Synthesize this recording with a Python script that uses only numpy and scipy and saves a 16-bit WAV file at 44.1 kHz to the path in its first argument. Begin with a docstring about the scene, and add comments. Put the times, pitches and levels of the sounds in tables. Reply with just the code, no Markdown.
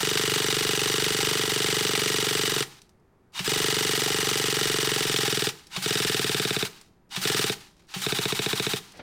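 """A garage bench, one microphone close to a model truck. An electric starter spins its small nitro
engine in five bursts; it never fires. Every turn the gears take up their slack, grind and whine
against the compression, then the port pops into the muffler. The cranking grows slower and more
laboured, and the starter motor coasts down after each burst. Bench and back board give close echoes;
behind them are the walls' short reverberation and a low room tone."""
import sys
import numpy as np
from scipy import signal
from scipy.fft import rfft, irfft, next_fast_len
from scipy.io import wavfile

SR = 44100
rng = np.random.default_rng(int(sys.argv[2]) if len(sys.argv) > 2 else 0)


def transcribe(signal):
    """Save signal, clipped to [-1, 1], as a 16-bit WAV file at the path in sys.argv[1]."""
    frames = np.atleast_2d(signal).T
    limited = np.clip(frames, -1, 1)
    pcm = np.round(limited * 32767).astype(np.int16)
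    wavfile.write(sys.argv[1], SR, pcm)


N = 397774

# Pulls of the trigger: (first pop [s], turns [count], first rate [turns/s], last rate [turns/s],
# bend [above 0 the rate sags late, below 0 early])
BURSTS = [ (-.0112, 63, 24.19, 23.46, 6.3), (3.4768, 46, 24.154, 20.78, 2.67),
          (5.8598, 15, 21.27, 16.21, 2.7), (7.252, 5, 21.27, 17.83, 7.7), (8.0633, 10, 16.93, 14.54, -9.4),
          ]
# How hard the gears are pressed together, one entry a burst: (level [dB])
PUSH_DB = [-0.41, -0.019, .2, 1.3, 0.057]
def crank(full_turns_per_s=24, let_go_turns=0.93, slowest=0.64):
    """The starter turns the crank: angle [turns], share of full speed and drive strength, per sample."""
    t, angle, speed, drive = clock(), np.zeros(N), np.ones(N), np.zeros(N)
    for burst, push_db in zip(BURSTS, PUSH_DB):
        turns = turn_times(*burst)
        run_up = 2 * (turns[1] - turns[0])  # from rest it gathers speed evenly over one turn
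        now = (t >= turns[0] - run_up) & (t < turns[-1])
        first_turn = np.minimum(1 + (t[now] - turns[0]) / run_up, 1) ** 2
        angle[now] = np.interp(t[now], turns, np.arange(len(turns))) + first_turn - 1
        speed[now] = np.gradient(angle[now]) * SR / full_turns_per_s
        # the trigger is let go during the last turn
        drive[now] = amp(push_db) * np.sqrt(ramp((len(turns) - 1 - angle[now]) / let_go_turns))
    return angle, np.maximum(speed, slowest), drive


def turn_times(first, count, first_rate, last_rate, bend):
    """One burst's whole turns: the starter sags as it tires, and makes a last turn without a pop."""
    tired = np.expm1(bend * np.linspace(0, 1, count)) / np.expm1(bend)
    rate = np.append(first_rate + (last_rate - first_rate) * tired, last_rate)
    return first + np.append(0, np.cumsum(1 / rate))


def crank_passes(share, jitter_s=.00022, wander_s=.0006):
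    """Times at which the crank passes this share of a turn; it runs a little unevenly."""
    bursts = [turn_times(*burst) for burst in BURSTS]
    times = np.concatenate([turns[:-1] + share * np.diff(turns) for turns in bursts])
    jitter = jitter_s * rng.standard_normal(len(times))
    return times + jitter + wander_s * np.interp(times, clock(), wobble(6))


# The port from close by, at full speed and barely turning, and the muffler behind it:
# (frequency [Hz], level [dB], t60 [s])
FAST_CRACK_MODES = [(810, -33.5, 0.005), (1290, -15.5, 0.0061), (1478, -24.5, 0.022), (1611, -33.5, 0.054),
                    (1786, -16, 0.007), (2805, -17, 0.0045), (2922, -20, 0.023), (3100, -30, 0.07),
                    (3383, -17.5, 0.0133), (4010, -21.5, 0.0042), (4420, -35.5, 0.079),
                    (4870, -15.5, 0.0045), (5740, -25, 0.011), (7720, -16.5, 0.0048), (7680, -35, 0.0734),
                    (8590, -15, 0.004)]
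SLOW_CRACK_MODES = [(637, -35, 0.034), (786, -26.5, 0.021), (1580, -16, 0.0054), (1804, -32, 0.097),
                    (2290, -16.5, 0.0075), (2840, -15.5, 0.0034), (3460, -22, 0.017), (3790, -14, 0.0093),
                    (4510, -26.5, 0.013), (5380, -23.5, 0.0068), (7900, -26.5, 0.012), (9700, -29, 0.0067)]
MUFFLER_MODES = [(137, -26, 0.066), (217.5, -33.5, 0.071), (273.5, -19, 0.014), (427.8, -17.5, 0.04)]
def exhaust(speed, scatter_db=.5, soft_hz=8800, muffler_hz=580, leak_hz=102):
    """The port opens once a turn: a sharp crack, then the muffler's hollow thump."""
    times = crank_passes(0)
    size = amp(scatter_db * rng.standard_normal(len(times)))
    slow = ramp((.96 - np.interp(times - .005, clock(), speed)) / 0.32)
    crack = amp(-2) * through(blows(times, size * np.sqrt(1 - slow)), ring(FAST_CRACK_MODES))
    crack += amp(-1) * through(blows(times, size * np.sqrt(slow)), ring(SLOW_CRACK_MODES))
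    # a slow piston uncovers the port more gradually, so the gas leaves later and booms deeper
    later = times + 0.000076 + 0.0016 * slow
    gas = through(blows(later, amp(-.5 * slow) * np.sqrt(size)), ring(MUFFLER_MODES))
    gas += through(blows(later, amp(-27) * np.sqrt(slow)), ring([(181, 0.016, 0.056)]))
    muffled = passed(gas, muffler_hz, "low", order=4)
    return passed(crack, soft_hz, "low", order=4), passed(muffled, leak_hz, "high", order=7)


# Grinding teeth, close up: (frequency [Hz], spectral level [dB])
GRIND_SPECTRUM = [(42, -8.5), (75, -16), (180, 0.5), (300, -10), (560, -15.5), (800, -3), (1000, -6),
                  (1400, -2), (2400, 0.5), (3600, 2), (5800, -3), (9700, -5), (11000, -12), (15000, -8.5),
                  (16000, -24)]
# How strongly the gear case radiates a tone: (frequency [Hz], gain [dB])
GEAR_CASE_RESPONSE = [(1100, -7), (1500, -4), (1950, 1), (2700, -9), (3750, 2), (4400, -3), (5100, 1),
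                      (6000, 0), (8000, -7)]
def gears(angle, speed, drive, teeth=83, grind_db=-26.5, slack_db=-5, whine_db=-32.7, bite_turns=0.37):
    """The gears run slack after each pop, then bite and grind up to the next compression."""
    turn = angle % 1
    since_bite = turn - bite_turns
    load = ramp(since_bite / 0.017 + .5) * amp(-4 * since_bite) * (1 - ramp((turn - .72) / 0.4))
    contact = (load + amp(slack_db)) / (1 + amp(slack_db))
    # compression brakes the crank within each turn, the more so the slower it runs
    swing = np.clip(.1 / speed ** 2.3, 0, .3) * np.sin(2 * np.pi * (turn - .5))
    mesh_phase = teeth * (2 * np.pi * angle + swing) + .22 * wobble(700)
    scrape = chassis_noise(GRIND_SPECTRUM) * unit(amp(2 * np.cos(mesh_phase)))
    grind = amp(grind_db + 16 * np.log10(speed) + 0.66 * wobble(25)) * contact * scrape
    # the meshing teeth sing a falling chirp that flares as it crosses the resonances of the case
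    chirp = sum(amp(db + 2.5 * wobble(220)) * np.sin(k * mesh_phase)
                for k, db in enumerate([0, -11, 0, -11], 1))
    whine = filtered(chirp, lambda hz: amp(along(GEAR_CASE_RESPONSE, hz)))
    strain = ramp((turn - .5) / .22) * (1 - ramp((turn - .78) / .2))
    return drive * (grind + amp(whine_db) / speed ** .5 * strain * whine)


# Metal striking metal in the drive: (frequency [Hz], spectral level [dB])
CLACK_SPECTRUM = [(150, -13.5), (550, -15.5), (800, -1), (1100, -2.5), (1800, -1.5), (3200, 3.5),
                  (5000, -3), (9000, -16), (15000, -23)]
def clacks(speed, clack_db=-24, bite_turns=.425, bounces=3, spread_s=0.0049, scatter_db=1.0):
    """The drive takes up its backlash once a turn, in a few quick uneven bounces."""
    times = crank_passes(bite_turns)[:, None]
    scatter = scatter_db * rng.standard_normal((len(times), bounces))
    delays = spread_s * (np.arange(bounces) + rng.random((len(times), bounces))) / bounces
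    db = clack_db + 50 * np.log10(np.interp(times, clock(), speed)) + scatter
    power = through(blows((times + delays).ravel(), amp(db).ravel() ** 2), fading(0.02) ** 2)
    return np.sqrt(np.abs(power)) * chassis_noise(CLACK_SPECTRUM)


# Hard snaps of the drive: (time [s], level [dB])
SNAPS = [(0.173, -6.5), (0.2967, -15), (0.3371, -13.5), (0.5008, -17), (0.5422, -12), (0.7927, -11),
         (1.1657, -12.5), (1.8664, -8.5), (1.9515, -6.5), (2.4957, -9), (4.5416, -11), (5.1616, -5.5),
         (7.2732, -8)]
def snaps(gain_db=-13, rebound_s=.0025, rebound_db=-2, t60_s=0.022, thin_hz=1150):
    """Now and then the drive snaps home hard and rebounds once."""
    times, db = np.transpose(SNAPS)
    hits = blows(times, amp(db) ** 2) + blows(times + rebound_s, amp(db + rebound_db) ** 2)
    envelope = np.sqrt(np.abs(through(hits, fading(t60_s) ** 2)))
    thin_metal = unit(passed(chassis_noise(CLACK_SPECTRUM), thin_hz, "high", order=4))
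    return amp(gain_db) * envelope * thin_metal


def grip(loose_db=-7, skip_s=0.0047):
    """Gain of the drive: 1 while it holds, less as it misses its grip just before a snap."""
    times = np.transpose(SNAPS)[0]
    steps = np.ones(len(times))
    loose = np.cumsum(blows(times - skip_s, steps) - blows(times, steps))
    return amp(loose_db * loose)


# The drive catches the resting engine, from the second burst on:
# (time [s], whirr level before it [dB], knock level [dB], rattle t60 [s], puff delay [s])
CATCHES = [(3.392, -35.5, -7, .1, 0.0112), (5.764, -37, -7.5, 0.081, .012), (7.163, -35.5, -8, 0.095, .012),
           (7.94, -43.5, -18.5, 0.18, .024)]
TRIGGER_LEAD_S = 0.07  # the trigger clicks this long before each catch
def catches(knock_gain_db=-1, rattle_gain_db=-21):
    """The drive catches with a rattling knock and the half-filled cylinder gives a soft puff."""
    times, _, db, t60, delay = np.transpose(CATCHES)
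    knock = through(blows(times, amp(db + knock_gain_db)), ring(SLOW_CRACK_MODES))
    shake = sum(through(blows(times[[k]], amp(db[[k]] / 2)), fading(t60[k])) for k in range(len(times)))
    cylinder = ring([(185, -29, .15), (125, -35, .1), (380, -36, .07)])
    puff = through(blows(times + delay, np.ones(len(times))), cylinder)
    return knock + amp(rattle_gain_db) * shake * chassis_noise(CLACK_SPECTRUM) + puff


# The starter running free, close up: (frequency [Hz], spectral level [dB])
MOTOR_SPECTRUM = [(88, -33), (150, -7.5), (254, -10), (439, -24), (601, -18), (821, -1), (1060, -1.5),
                  (4320, 0.5), (9260, -10), (16000, -21.5)]
# Its housing: (frequency [Hz], level [dB], t60 [s])
HOUSING_MODES = [(990, -10.5, 0.089), (2870, -1.5, 0.066), (3690, -1, 0.09)]
def motor(gain_db=-2.5, rise_s=.045, handover_s=.018, coast_db=-49, hold_s=0.082, fall_db_per_s=145):
    """The starter motor whirrs up, gives way to the gears, and coasts down after the release."""
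    t = clock()
    rising = sum(amp(db) * ramp((t - s + TRIGGER_LEAD_S) / rise_s) * ramp(1 - (t - s) / handover_s)
                 for s, db, *_ in CATCHES)
    since_release = [t - turn_times(*burst)[-1] for burst in BURSTS]
    coasting = sum(ramp(1 + age / handover_s) * amp(coast_db - fall_db_per_s * (age - hold_s).clip(0))
                   for age in since_release)
    # the housing sings only while the motor pulls hard
    pull = amp(-1) * rising ** 2 / rising.max()
    housing = pull * unit(through(rng.standard_normal(N), ring(HOUSING_MODES)))
    flutter = amp(gain_db + wobble(40) + 1.2 * wobble(700))
    return flutter * ((rising + coasting) * chassis_noise(MOTOR_SPECTRUM) + housing)


# Resonances of chassis and gear case: (frequency [Hz], width [Hz], lift [dB])
CHASSIS_RESONANCES = [(812, 39, 5.5), (1250, 210, 2), (1820, 190, 0), (2760, 40, 0.5), (3065, 60, 0.5),
                      (3540, 150, -2), (3770, 58, 5.5), (4760, 74, 2.5), (5800, 89, 3.5), (7500, 100, 1),
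                      (8600, 15, 6.5)]
def chassis_noise(spectrum):
    """Noise of rms 1 as the chassis radiates it towards the microphone."""
    def lift(hz):
        return sum(db / (1 + (2 * (hz - centre) / width) ** 2) for centre, width, db in CHASSIS_RESONANCES)
    return unit(filtered(rng.standard_normal(N), lambda hz: amp(along(spectrum, hz) + lift(hz))))


# Small clicks of the starter: (time [s], level [dB])
CLICKS = [(2.8177, -38.5), (2.8928, -47), (2.9991, -66), (5.669, -36), (6.813, -34.5), (6.885, -57),
          (7.767, -52.5), (8.9206, -37.5), (8.9725, -39)]
# Their colour: (frequency [Hz], spectral level [dB])
CLICK_SPECTRUM = [(500, -22), (3000, -15), (5000, -8), (9000, -13.5), (15000, -27.5)]
def clicks(gain_db=-9, trigger_db=-53, t60_s=0.035):
    """The starter and its trigger give short, bright clicks."""
    times, db = np.transpose(CLICKS + [(s - TRIGGER_LEAD_S, trigger_db) for s, *_ in CATCHES])
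    return through(blows(times, amp(db + gain_db)), fading(t60_s)) * noise(CLICK_SPECTRUM)


# The bench top under the truck: (frequency [Hz], spectral level [dB])
BENCH_SPECTRUM = [(35, -29.5), (60, -6), (589, -3.5), (1170, -13.5), (1910, -10.5), (5400, -24),
                  (12000, -62), (15600, -93), (22000, -120)]
def bench_bump(slide_at_s=8.932, slide_db=-53, thud_at_s=8.989, thud_db=-38.5, rise_s=0.0093, t60_s=.05):
    """At the end the truck slides on the bench and bumps down."""
    slide = amp(slide_db) * ramp((clock() - slide_at_s) / rise_s)
    age = clock() - thud_at_s
    thud = ramp(age / rise_s) * amp(thud_db - 60 * np.maximum(age - rise_s, 0) / t60_s)
    return (slide + thud) * noise(BENCH_SPECTRUM)


# The starter shifts in the hand, and at the end the truck scrapes as it slides on the bench: # (time [s],
# length [s], level [dB])
RUBS = [(2.757, .05, -53), (7.588, 0.048, -48.5), (7.736, 0.16, -64.5), (8.942, .06, -55)]
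def rubs(rough_db=3):
    """Faint scratchy rubbing as the starter is reseated after a burst, and a higher scrape as the truck slides
    on the bench at the end."""
    t = clock()
    level = sum(amp(db) * ramp(2 * (t - s) / length) * ramp(2 * (s + length - t) / length)
                for s, length, db in RUBS)
    return level * amp(rough_db * wobble(170)) * chassis_noise(MOTOR_SPECTRUM)


# Bench and back board, by paths about 1 and 2 m longer than the direct one: (delay [s], level [dB])
CLOSE_ECHOES = [(.0031, -5.5), (.0059, -11.5)]
def with_echoes(x):
    """The direct sound reaches the microphone first, then its echoes off the surfaces close by."""
    return x + sum(amp(db) * np.pad(x, (round(s * SR), 0))[:N] for s, db in CLOSE_ECHOES)


# The garage walls, farther off: (frequency [Hz], t60 [s])
WALL_DECAY = [(150, 0.54), (1000, 0.26), (4000, 0.18), (14000, 0.32)]
def reverberation(x, delay_s=.006):
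    """The garage's diffuse answer; each frequency dies at its own speed."""
    hz, t, spectra = signal.stft(rng.standard_normal(SR // 2), SR, nperseg=256)
    tail = signal.istft(spectra * amp(-60 * t / along(WALL_DECAY, hz)[:, None]), SR, nperseg=256)[1]
    return through(x, np.pad(tail / np.linalg.norm(tail), (round(delay_s * SR), 0)))


# The quiet garage all around the microphone: (frequency [Hz], spectral level [dB])
ROOM_TONE_SPECTRUM = [(25, -6), (90, -7), (190, -6.5), (300, -12), (370, -7.5), (520, -19), (850, -19.5),
                      (1900, -28), (3000, -38), (16000, -49)]
def room_tone(level_db=-61):
    """A steady low hush behind everything."""
    return amp(level_db) * noise(ROOM_TONE_SPECTRUM)


def amp(db):
    """Decibels to gain."""
    return 10 ** (np.asarray(db) / 20)


def unit(x):
    """Scale to rms 1."""
    return x / np.sqrt(np.mean(x ** 2) + 1e-20)


def along(points, hz):
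    """Interpolate (Hz, value) points on a log axis."""
    f, v = np.transpose(points)
    return np.interp(np.log(hz + 1), np.log(f + 1), v)


def clock():
    """The time of every sample."""
    return np.arange(N) / SR


def ramp(x):
    """A smooth step as x goes from 0 to 1."""
    return np.sin(np.pi / 2 * np.clip(x, 0, 1)) ** 2


def wobble(rate):
    """A smooth random curve, rate knots a second."""
    knots = rng.standard_normal(int(N * rate / SR) + 4)
    fine = signal.resample_poly(knots, 8, 1)
    return np.interp(clock() * rate, np.arange(len(fine)) / 8, fine)


def filtered(x, response):
    """x times a response of frequency."""
    size = next_fast_len(N + SR // 2)
    return irfft(rfft(x, size) * response(np.fft.rfftfreq(size, 1 / SR)), size)[:N]


def passed(x, hz, kind, order):
    """A causal low- or high-pass."""
    return signal.sosfilt(signal.butter(order, hz, kind, fs=SR, output="sos"), x)


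def noise(spectrum):
    """Coloured noise of rms 1."""
    return unit(filtered(rng.standard_normal(N), lambda hz: amp(along(spectrum, hz))))


def blows(times, sizes):
    """One impulse at each time within the scene."""
    inside = (times >= 0) & (times < (N - 1) / SR)
    return np.bincount(np.round(times[inside] * SR).astype(int), sizes[inside], N)


def through(x, response):
    """x played through an impulse response."""
    return signal.fftconvolve(x, response)[:N]


def fading(t60):
    """An envelope that falls 60 dB in t60 seconds."""
    return amp(-60 * np.arange(SR // 8) / SR / t60)


def ring(modes):
    """Impulse response of (Hz, dB, t60) modes; neighbours swing in opposite senses."""
    t = np.arange(SR // 8) / SR
    return -sum((-1) ** k * amp(db) * fading(t60) * np.sin(2 * np.pi * hz * t)
                for k, (hz, db, t60) in enumerate(modes))


def scene():
    """Engine and starter close up on the bench, the quiet garage behind them, in mono."""
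    angle, speed, drive = crank()
    crack, thump = exhaust(speed)
    starter = grip() * (gears(angle, speed, drive) + clacks(speed)) + snaps() + motor()
    bright = with_echoes(crack) + catches() + starter + clicks() + bench_bump() + rubs()
    walls = reverberation(amp(-11.5) * bright + amp(-17) * thump)
    return (bright + thump + walls + room_tone())[None]


def record(dry):
    """The camera at the bench keeps nothing above its band limit."""
    top_hz = 15950
    return filtered(dry[0], lambda hz: hz < top_hz)[None]


dry = scene()
out = record(dry)
transcribe(out)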